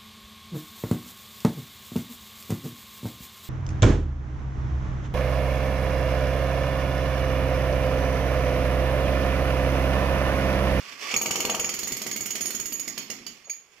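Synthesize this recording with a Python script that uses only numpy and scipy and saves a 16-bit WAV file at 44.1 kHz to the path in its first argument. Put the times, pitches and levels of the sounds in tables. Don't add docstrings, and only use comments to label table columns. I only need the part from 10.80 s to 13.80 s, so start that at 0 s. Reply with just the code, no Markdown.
import sys
import numpy as np
from scipy import signal
from scipy.fft import rfft, irfft, next_fast_len
from scipy.io import wavfile

SR = 44100
rng = np.random.default_rng(int(sys.argv[2]) if len(sys.argv) > 2 else 0)


def int16_out(signal):
    q = np.round(np.clip(np.atleast_2d(signal).T, -1, 1) * 32767)
    wavfile.write(sys.argv[1], SR, q.astype(np.int16))


N = 132300
T = np.arange(N) / SR


def from_db(db):
    return 10 ** (np.asarray(db) / 20)


def rms_one(x):
    return x / np.sqrt(np.mean(x ** 2, axis=-1, keepdims=True) + 1e-20)


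def in_time(rows):
    return np.interp(T, *np.transpose(rows))


def colour(x, points):
    size = next_fast_len(N + SR // 2, True)
    size += size % 2
    hz, db = np.transpose(points)
    bin_hz = np.arange(size // 2 + 1) * SR / size
    shape_db = np.interp(np.log(bin_hz + 1), np.log(hz), db)
    cepstrum = irfft(np.log(from_db(shape_db)))
    cepstrum[1:size // 2] *= 2
    cepstrum[size // 2 + 1:] = 0
    response = np.exp(rfft(cepstrum))
    return irfft(rfft(x, size) * response)[..., :N]


def stereo_noise(alike, size):
    mid, side = rng.standard_normal((2, size))
    common = np.sqrt(1 + alike) * mid
    opposed = np.sqrt(1 - alike) * side * [[1], [-1]]
    return (common + opposed) / np.sqrt(2)


def drift(rate_hz):
    pole = np.exp(-2 * np.pi * rate_hz / SR)
    noise = rng.standard_normal(N + SR)
    wander = signal.lfilter([1], [1, -2 * pole, pole * pole], noise)
    return rms_one(wander[SR:])


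def room(x, wet_db, t60, alike):
    t = T[:SR]
    onset = np.clip((t - 0.003) / 0.0016, 0, 1)
    tail = stereo_noise(alike, size=SR) * from_db(-60 * t / t60) * onset
    response = from_db(wet_db) * rms_one(tail) / np.sqrt(SR)
    response[:, 0] += 1
    return signal.fftconvolve(np.atleast_2d(x), response, axes=-1)[:, :N]


def with_energy(x, levels_db, gain_db):
    event_s = 0.03
    total_rms = np.sqrt(np.sum(from_db(levels_db) ** 2) * event_s * SR / N)
    return from_db(gain_db) * rms_one(x) * total_rms


def contacts(times, levels_db, push, decay_s, rise_s, lead_s, grain_db, alike, repeat):
    out, t = np.zeros((2, N + SR)), T[:SR // 10]
    rattle = stereo_noise(alike, size=len(t))
    shape = np.exp(-(t / decay_s) ** 1.58) * (1 - np.exp(-t / rise_s))
    for s, db in zip(times, levels_db):
        sizes = from_db(grain_db * np.clip(rng.standard_normal(len(t)), -2, 2))
        fresh = rms_one(stereo_noise(alike, size=len(t)) * sizes)
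        rough = np.sqrt(repeat) * rattle + np.sqrt(1 - repeat) * fresh
        burst = rms_one(rough * shape) / np.sqrt(len(t))
        burst[:, 0] += push
        start = int((s - lead_s) * SR)
        out[:, start:start + len(t)] += from_db(db) * burst
    return out[:, :N]


def steel(times, levels_db, modes, vary_db, rise_s):
    out, t = np.zeros((2, N + SR)), T[:SR // 4]
    hz, mode_db, t60 = np.transpose(modes)[:, :, None]
    decay = from_db(mode_db - 60 * t / t60) * (1 - np.exp(-t / rise_s))
    for s, db in zip(times, levels_db):
        strength, detune, phase, spread = rng.standard_normal((4, len(modes), 1))
        angle = 2 * np.pi * (hz * (1 + 0.0016 * detune) * t + phase)
        partials = from_db(vary_db * strength) * decay
        offset = 0.71 * spread
        ring = np.array([(partials * np.sin(angle + side * offset)).sum(0) for side in (-1, 1)])
        start = int(s * SR)
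        out[:, start:start + len(t)] += from_db(db) * rms_one(ring)
    return out[:, :N]


def rumble():
    shape = [(20, -19), (120, -24), (400, -8.5), (1500, -14), (15000, -30)]  # f/Hz, relative level/dB
    return from_db(-66.5) * rms_one(colour(stereo_noise(alike=1.0, size=N), shape))


# [t/s, share of full speed]
SPEED_CURVE = [(0, 0.49), (.1, 0.61), (.2, 0.65), (.25, .76), (.3, 0.86), (.35, .96), (.55, 0.96),
               (1.75, 0.92), (2.1, .8), (2.4, 0.67), (2.62, 0.56), (3, 0.31)]


def rotor_angle():
    full_speed_hz = 372
    turning_hz = full_speed_hz * in_time(SPEED_CURVE) * (1 + 0.0055 * drift(23.8))
    return 2 * np.pi * np.cumsum(turning_hz) / SR


# [f/Hz, relative level/dB]
WHIRR_COLOUR = [(40, -50), (70, -21), (190, -21.5), (300, -8.5), (400, -6), (950, -9.5), (1130, -1),
                (1260, -6), (1500, -8), (1900, -1.5), (2300, 2), (2650, 0), (2950, -2), (3500, -3.5),
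                (3850, -13), (4400, -5), (5700, -4), (6300, -8), (7300, -11.5), (9000, -21.5),
                (14200, -21.5), (16000, -29)]
# [t/s, level/dB]
WHIRR_LEVEL = [(0, -44.5), (.035, -43), (.085, -38.5), (.17, -45), (.21, -39), (.228, -33), (.27, -36),
               (.32, -28.5), (.42, -58), (.7, -45), (1.0, -44.5), (1.75, -49.5), (2.1, -48.5), (2.4, -50.5),
               (2.62, -55), (2.84, -62.5), (2.95, -59.5), (3, -58)]


def whirr(turn):
    rush = stereo_noise(alike=0.42, size=N) * (1 + 0.13 * np.sin(turn)) * from_db(1.57 * drift(58))
    orders = sum(np.sin(k * turn + rng.uniform(0, 2 * np.pi, (2, 1))) for k in np.arange(3, 24))
    mixed = rush + from_db(-12.5) * rms_one(orders)
    return from_db(in_time(WHIRR_LEVEL)) * rms_one(colour(mixed, WHIRR_COLOUR))


# [t/s, level/dB]
GEAR_CURVE = [(0, -55), (.1, -57), (.17, -56), (.23, -54), (.30, -34.5), (.33, -35), (.36, -51), (.7, -43),
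              (1.1, -58), (2.0, -61), (2.6, -88), (3, -74)]


def gear_whine(turn):
    whine = np.sin(7 * turn + 0.79 * drift(210)) * (1 + 0.5 * drift(90))
    return room(from_db(in_time(GEAR_CURVE)) * whine, wet_db=-9, t60=0.093, alike=0.8)


# [t/s, level/dB]
HUM_CURVE = [(0, -66.5), (.3, -57.5), (.6, -41), (1.0, -52.5), (1.8, -52.5), (2.2, -56), (2.48, -55),
             (2.6, -63), (2.7, -77), (3, -77)]


def hum(turn):
    rough = np.sin(turn + 1.63 * drift(49.6)) * (1 + 0.5 * drift(27))
    return from_db(in_time(HUM_CURVE)) * rms_one(rough)


def motor():
    turn = rotor_angle()
    return whirr(turn) + gear_whine(turn) + hum(turn)


# [t/s, level/dB]
COVER_CURVE = [(0, -63), (.05, -58), (.095, -44.5), (.16, -63), (.21, -59), (.24, -46), (.30, -47),
               (.36, -47), (.6, -64), (3, -92)]


def cover():
    phase = 2 * np.pi * 1143 * T
    sing = rms_one(drift(36) * np.sin(phase) + drift(48) * np.cos(phase))
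    return room(from_db(in_time(COVER_CURVE)) * sing, wet_db=-6, t60=0.14, alike=0.77)


# [t/s, relative level/dB]
KNOCK_EVENTS = [(0.224, -52), (0.312, -51), (2.672, -58), (2.679, -53)]
# [f/Hz, relative level/dB]
SLAB_COLOUR = [(200, -43.5), (400, 4.5), (600, 3), (800, 2), (1000, -0.5), (1280, 1.5), (1520, -10),
               (2200, -9), (5000, -106)]


def knocks():
    s, db = np.transpose(KNOCK_EVENTS)
    hits = contacts(s, db, push=0.72, decay_s=0.006, rise_s=0.0012, lead_s=0.0011,
                    grain_db=12, alike=1.0, repeat=0.9)
    wet = room(colour(hits, SLAB_COLOUR), wet_db=-7.5, t60=0.16, alike=1.0)
    return with_energy(wet, db, gain_db=-4)


# [t/s, relative level/dB]
BARREL_BLOWS = [(0.292, -42), (0.3127, -36), (0.3405, -26.5), (0.4135, -39), (0.459, -33), (0.5095, -30),
                (0.5565, -33.5), (0.604, -29.5), (0.6505, -30), (0.6975, -31), (0.747, -32), (0.797, -33.5),
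                (0.845, -34.5)]
# [f/Hz, relative level/dB, t60/s]
BARREL_MODES = [(1920, -16, 0.018), (2220, -2, 0.032), (2356, -2.5, .025), (2660, -1, .02),
                (2820, 0.5, .025), (3020, -1, 0.022), (3140, -2, 0.02), (3474, -8.5, 0.038),
                (5500, -17, 0.013), (5900, -19, 0.013), (7140, -2, 0.028)]


def barrel():
    s, db = np.transpose(BARREL_BLOWS)
    bark = steel(s, db, BARREL_MODES, vary_db=2.5, rise_s=0.001)
    return with_energy(room(bark, wet_db=-7.5, t60=0.19, alike=0.13), db, gain_db=-1)


# [t/s, then relative level/dB of crack, thump, housing, slab, chisel ring and grit]
BLOW_EVENTS = [(0.3398, -19, -54, -32, -33.5, -50, -39), (0.3634, -21.5, -50, -57, -38, -31, -30),
               (0.414, -21, -59, -38, -34, -24, -32.5), (0.4593, -18, -58, -33.5, -31.5, -26.5, -33),
               (0.5087, -16.5, -46, -36.5, -31, -26, -31.5), (0.5564, -17, -65, -35, -32, -30, -32),
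               (0.603, -17, -57, -40, -32.5, -25.5, -30.5), (0.6508, -19, -49, -33.5, -28.5, -31, -32),
               (0.697, -17, -64, -34, -27.5, -25, -34), (0.7467, -21, -62, -36.5, -29.5, -40, -34),
               (0.7956, -21.5, -48, -43, -34, -22.5, -32), (0.8435, -19.5, -51, -37.5, -36.5, -23, -37.5),
               (0.8916, -19, -67, -41, -38, -31, -34), (0.939, -21.5, -61, -44, -51, -27, -35),
               (0.99, -22.5, -57, -58, -49, -28.5, -32), (1.0314, -23.5, -57, -39, -43, -29.5, -36),
               (1.0732, -23, -58, -41, -43.5, -29.5, -33), (1.1207, -20.5, -48.5, -35.5, -46.5, -27.5, -34),
               (1.1672, -24, -64, -41, -51, -34, -34), (1.2171, -22, -67, -41, -42.5, -32, -34.5),
               (1.2652, -21.5, -65, -33, -39.5, -33, -34.5), (1.3129, -21.5, -61, -41.5, -51, -26.5, -36),
               (1.3615, -22.5, -63, -37, -47.5, -30, -33.5), (1.4066, -26.5, -51, -49, -45, -27, -33.5),
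               (1.4581, -23, -68, -40, -48, -35, -32), (1.505, -24, -61, -49, -46.5, -26, -34),
               (1.5541, -20.5, -64, -39.5, -43.5, -32, -34.5),
               (1.6082, -21.5, -60, -35.5, -45, -25.5, -33.5), (1.6563, -23, -60, -41.5, -46, -26, -34),
               (1.7042, -23.5, -71, -41.5, -45, -32.5, -34.5),
               (1.7483, -25.5, -59, -37.5, -51, -26.5, -34.5),
               (1.7983, -25, -54.5, -41.5, -46.5, -27.5, -34.5), (1.8569, -26, -56, -50, -57, -28.5, -34),
               (1.9222, -28, -66, -41.5, -50.5, -33.5, -36), (1.9956, -27, -61, -48, -55, -27.5, -36.5),
               (2.0776, -25, -63, -39.5, -48.5, -30, -38), (2.1776, -22, -63, -38, -45, -34.5, -37),
               (2.3012, -23, -67, -38, -45.5, -33, -40), (2.4656, -26.5, -80, -46, -55, -39, -44.5),
               (2.6969, -32, -74, -60, -64, -27, -43)]
BLOW_S, CRACK_DB, THUMP_DB, HOUSING_DB, SLAB_DB, RING_DB, GRIT_DB = np.transpose(BLOW_EVENTS)
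# [t/s, relative level/dB]
CLINK_EVENTS = [(0.312, -35), (1.937, -28.5), (2.643, -48.5), (2.655, -44.5), (2.750, -57), (2.915, -59.5)]
# [f/Hz, relative level/dB, t60/s]
CHISEL_MODES = [(6600, -3, 0.042), (6608, -2.5, 0.071), (6670, 1.5, 0.062), (6783, 1, 0.094),
                (6940, -3.5, 0.052), (7195, -13, 0.043)]
# [f/Hz, relative level/dB, t60/s]
FURTHER_MODES = [(4440, -4, 0.082), (9460, -5, 0.087), (9620, -1.5, 0.033), (9710, -10, 0.067),
                 (12640, -2.5, 0.13), (12820, 1, 0.093), (14300, 3.5, 0.15), (13500, 2, 0.095)]


def chisel():
    s, db = np.vstack([np.c_[BLOW_S, RING_DB], CLINK_EVENTS]).T
    main = steel(s, db, CHISEL_MODES, vary_db=2.5, rise_s=0.0011)
    main = room(main, wet_db=0.5, t60=0.31, alike=0.089)
    further = steel(BLOW_S, GRIT_DB, FURTHER_MODES, vary_db=2.0, rise_s=0.00079)
    further = room(further, wet_db=2, t60=0.25, alike=0.1)
    return with_energy(main, db, gain_db=-3.5) + with_energy(further, GRIT_DB, gain_db=-10)


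# [f/Hz, relative level/dB]
HOUSING_COLOUR = [(60, -42), (125, -7), (160, -13), (190, 0), (255, 0), (290, -2.5), (380, -3.5),
                  (460, -9.5), (700, -26.5), (2000, -65)]


def housing():
    hits = contacts(BLOW_S, HOUSING_DB, push=1.6, decay_s=0.033, rise_s=0.0016, lead_s=0.0025,
                    grain_db=1, alike=0.67, repeat=0.36)
    wet = room(colour(hits, HOUSING_COLOUR), wet_db=0, t60=0.78, alike=1.0)
    return with_energy(wet, HOUSING_DB, gain_db=-5)


# [f/Hz, relative level/dB]
THUMP_COLOUR = [(15, -3), (30, -3.5), (60, -5), (100, -8.5), (140, -4.5), (200, -15.5), (500, -57)]


def thump():
    hits = contacts(BLOW_S, THUMP_DB, push=0.9, decay_s=0.013, rise_s=0.001, lead_s=0.0022,
                    grain_db=5, alike=-0.29, repeat=0.2)
    wet = room(colour(hits, THUMP_COLOUR), wet_db=-8.5, t60=0.29, alike=0.3)
    return with_energy(wet, THUMP_DB, gain_db=3.5)


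def slab():
    hits = contacts(BLOW_S, SLAB_DB, push=1.18, decay_s=0.0066, rise_s=0.00041, lead_s=0.00156,
                    grain_db=1.5, alike=0.96, repeat=0.61)
    wet = room(colour(hits, SLAB_COLOUR), wet_db=-0.5, t60=0.44, alike=1.0)
    return with_energy(wet, SLAB_DB, gain_db=-3.5)


# [f/Hz, relative level/dB]
GRIT_COLOUR = [(4000, -26), (7000, 2), (8500, -2.5), (9200, -2.5), (9600, 4), (10400, -4), (11500, -3.5),
               (12700, 6), (13600, -8), (14300, 3.5), (15200, -2.5), (16000, 0.5)]


def grit():
    hits = contacts(BLOW_S, GRIT_DB, push=0.05, decay_s=0.0098, rise_s=0.0024, lead_s=0.0007,
                    grain_db=8, alike=0.036, repeat=0.046)
    wet = room(colour(hits, GRIT_COLOUR), wet_db=-4.5, t60=0.3, alike=0.05)
    return with_energy(wet, GRIT_DB, gain_db=-1.5)


# [f/Hz, relative level/dB]
CRACK_COLOUR = [(700, -21.5), (1500, -9), (1900, -2.5), (2250, -1.5), (2600, -5), (3000, -0.5),
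                (3400, -4.5), (3850, -9), (4150, -4.5), (4450, 0.5), (4800, -1.5), (5400, -0.5), (6100, -3),
                (7100, -2.5), (7800, -21.5), (11000, -27.5)]


def crack():
    hits = contacts(BLOW_S, CRACK_DB, push=0.26, decay_s=0.0049, rise_s=0.0013, lead_s=0.0003,
                    grain_db=5, alike=0.49, repeat=0.1)
    wet = room(colour(hits, CRACK_COLOUR), wet_db=1.5, t60=0.36, alike=0.034)
    return with_energy(wet, CRACK_DB, gain_db=-11.5)


# [t/s, f/Hz, relative level/dB, t60/s]
PING_EVENTS = [(0.3627, 2330, -32.5, 0.015), (0.3637, 6674, -25, 0.052), (0.365, 4410, -37.5, 0.061),
               (0.415, 2324, -43, 0.078), (0.415, 14123, -37, 0.18), (0.651, 4350, -33, 0.071),
               (0.65, 14123, -51, .12), (1.034, 4350, -40.5, 0.082), (1.363, 14123, -47, 0.13),
               (1.556, 3158, -47, 0.098), (1.610, 9594, -43, 0.22), (1.659, 9475, -41, 0.17),
               (1.659, 12634, -48, 0.16), (1.707, 4350, -47, .1), (1.928, 13040, -38.5, .14),
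               (2.079, 2150, -46, 0.036), (2.302, 2780, -45.5, 0.035), (2.465, 4680, -43, 0.048),
               (2.697, 2350, -41.5, 0.047), (2.698, 4830, -50, 0.13), (2.701, 4490, -55, 0.18),
               (2.700, 5000, -57, 0.14), (2.645, 4380, -61, .08)]


def pings():
    out = sum(steel([s], [db], [(hz, 0, t60)], vary_db=0, rise_s=0.0005) for s, hz, db, t60 in PING_EVENTS)
    levels_db = np.array(PING_EVENTS)[:, 2]
    return with_energy(room(out, wet_db=-6, t60=0.21, alike=0.089), levels_db, gain_db=2.5)


# [f/Hz, level/dB]
BALANCE_CURVE = [(60, -3), (130, -2.5), (250, 0.5), (500, -0.5), (900, -2), (1400, -6.5), (1900, -9),
                 (2400, -9), (2950, -1.5), (3600, -13), (5400, -15), (6700, -6), (8500, -2.5), (9700, -5),
                 (11500, -13), (15000, -19)]
# [t/s, level/dB]
SHIFT_CURVE = [(0, -0.5), (.3, 0.5), (.42, 4.5), (.75, 4.5), (1.1, 1.5), (1.6, 0), (2.0, -2.5), (2.45, -1),
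               (2.75, 1), (3, -4)]


def placed(tool):
    hz, lean_db = np.transpose(BALANCE_CURVE)
    even_db = 10 * np.log10((from_db(lean_db) + from_db(-lean_db)) / 2)
    channels = []
    for channel, side in zip(tool, (1, -1)):
        leaning = colour(channel, np.c_[hz, side * lean_db / 2 - even_db])
        channels.append(leaning * from_db(side * in_time(SHIFT_CURVE) / 2))
    return np.array(channels)


def scene():
    blows = housing() + thump() + slab() + grit() + crack()
    tool = motor() + cover() + knocks() + barrel() + chisel() + blows + pings()
    return rumble() + placed(tool)


def record(dry):
    return signal.sosfilt(signal.cheby2(16, 70, 16300, fs=SR, output="sos"), dry)


dry = scene()
out = record(dry)
int16_out(out)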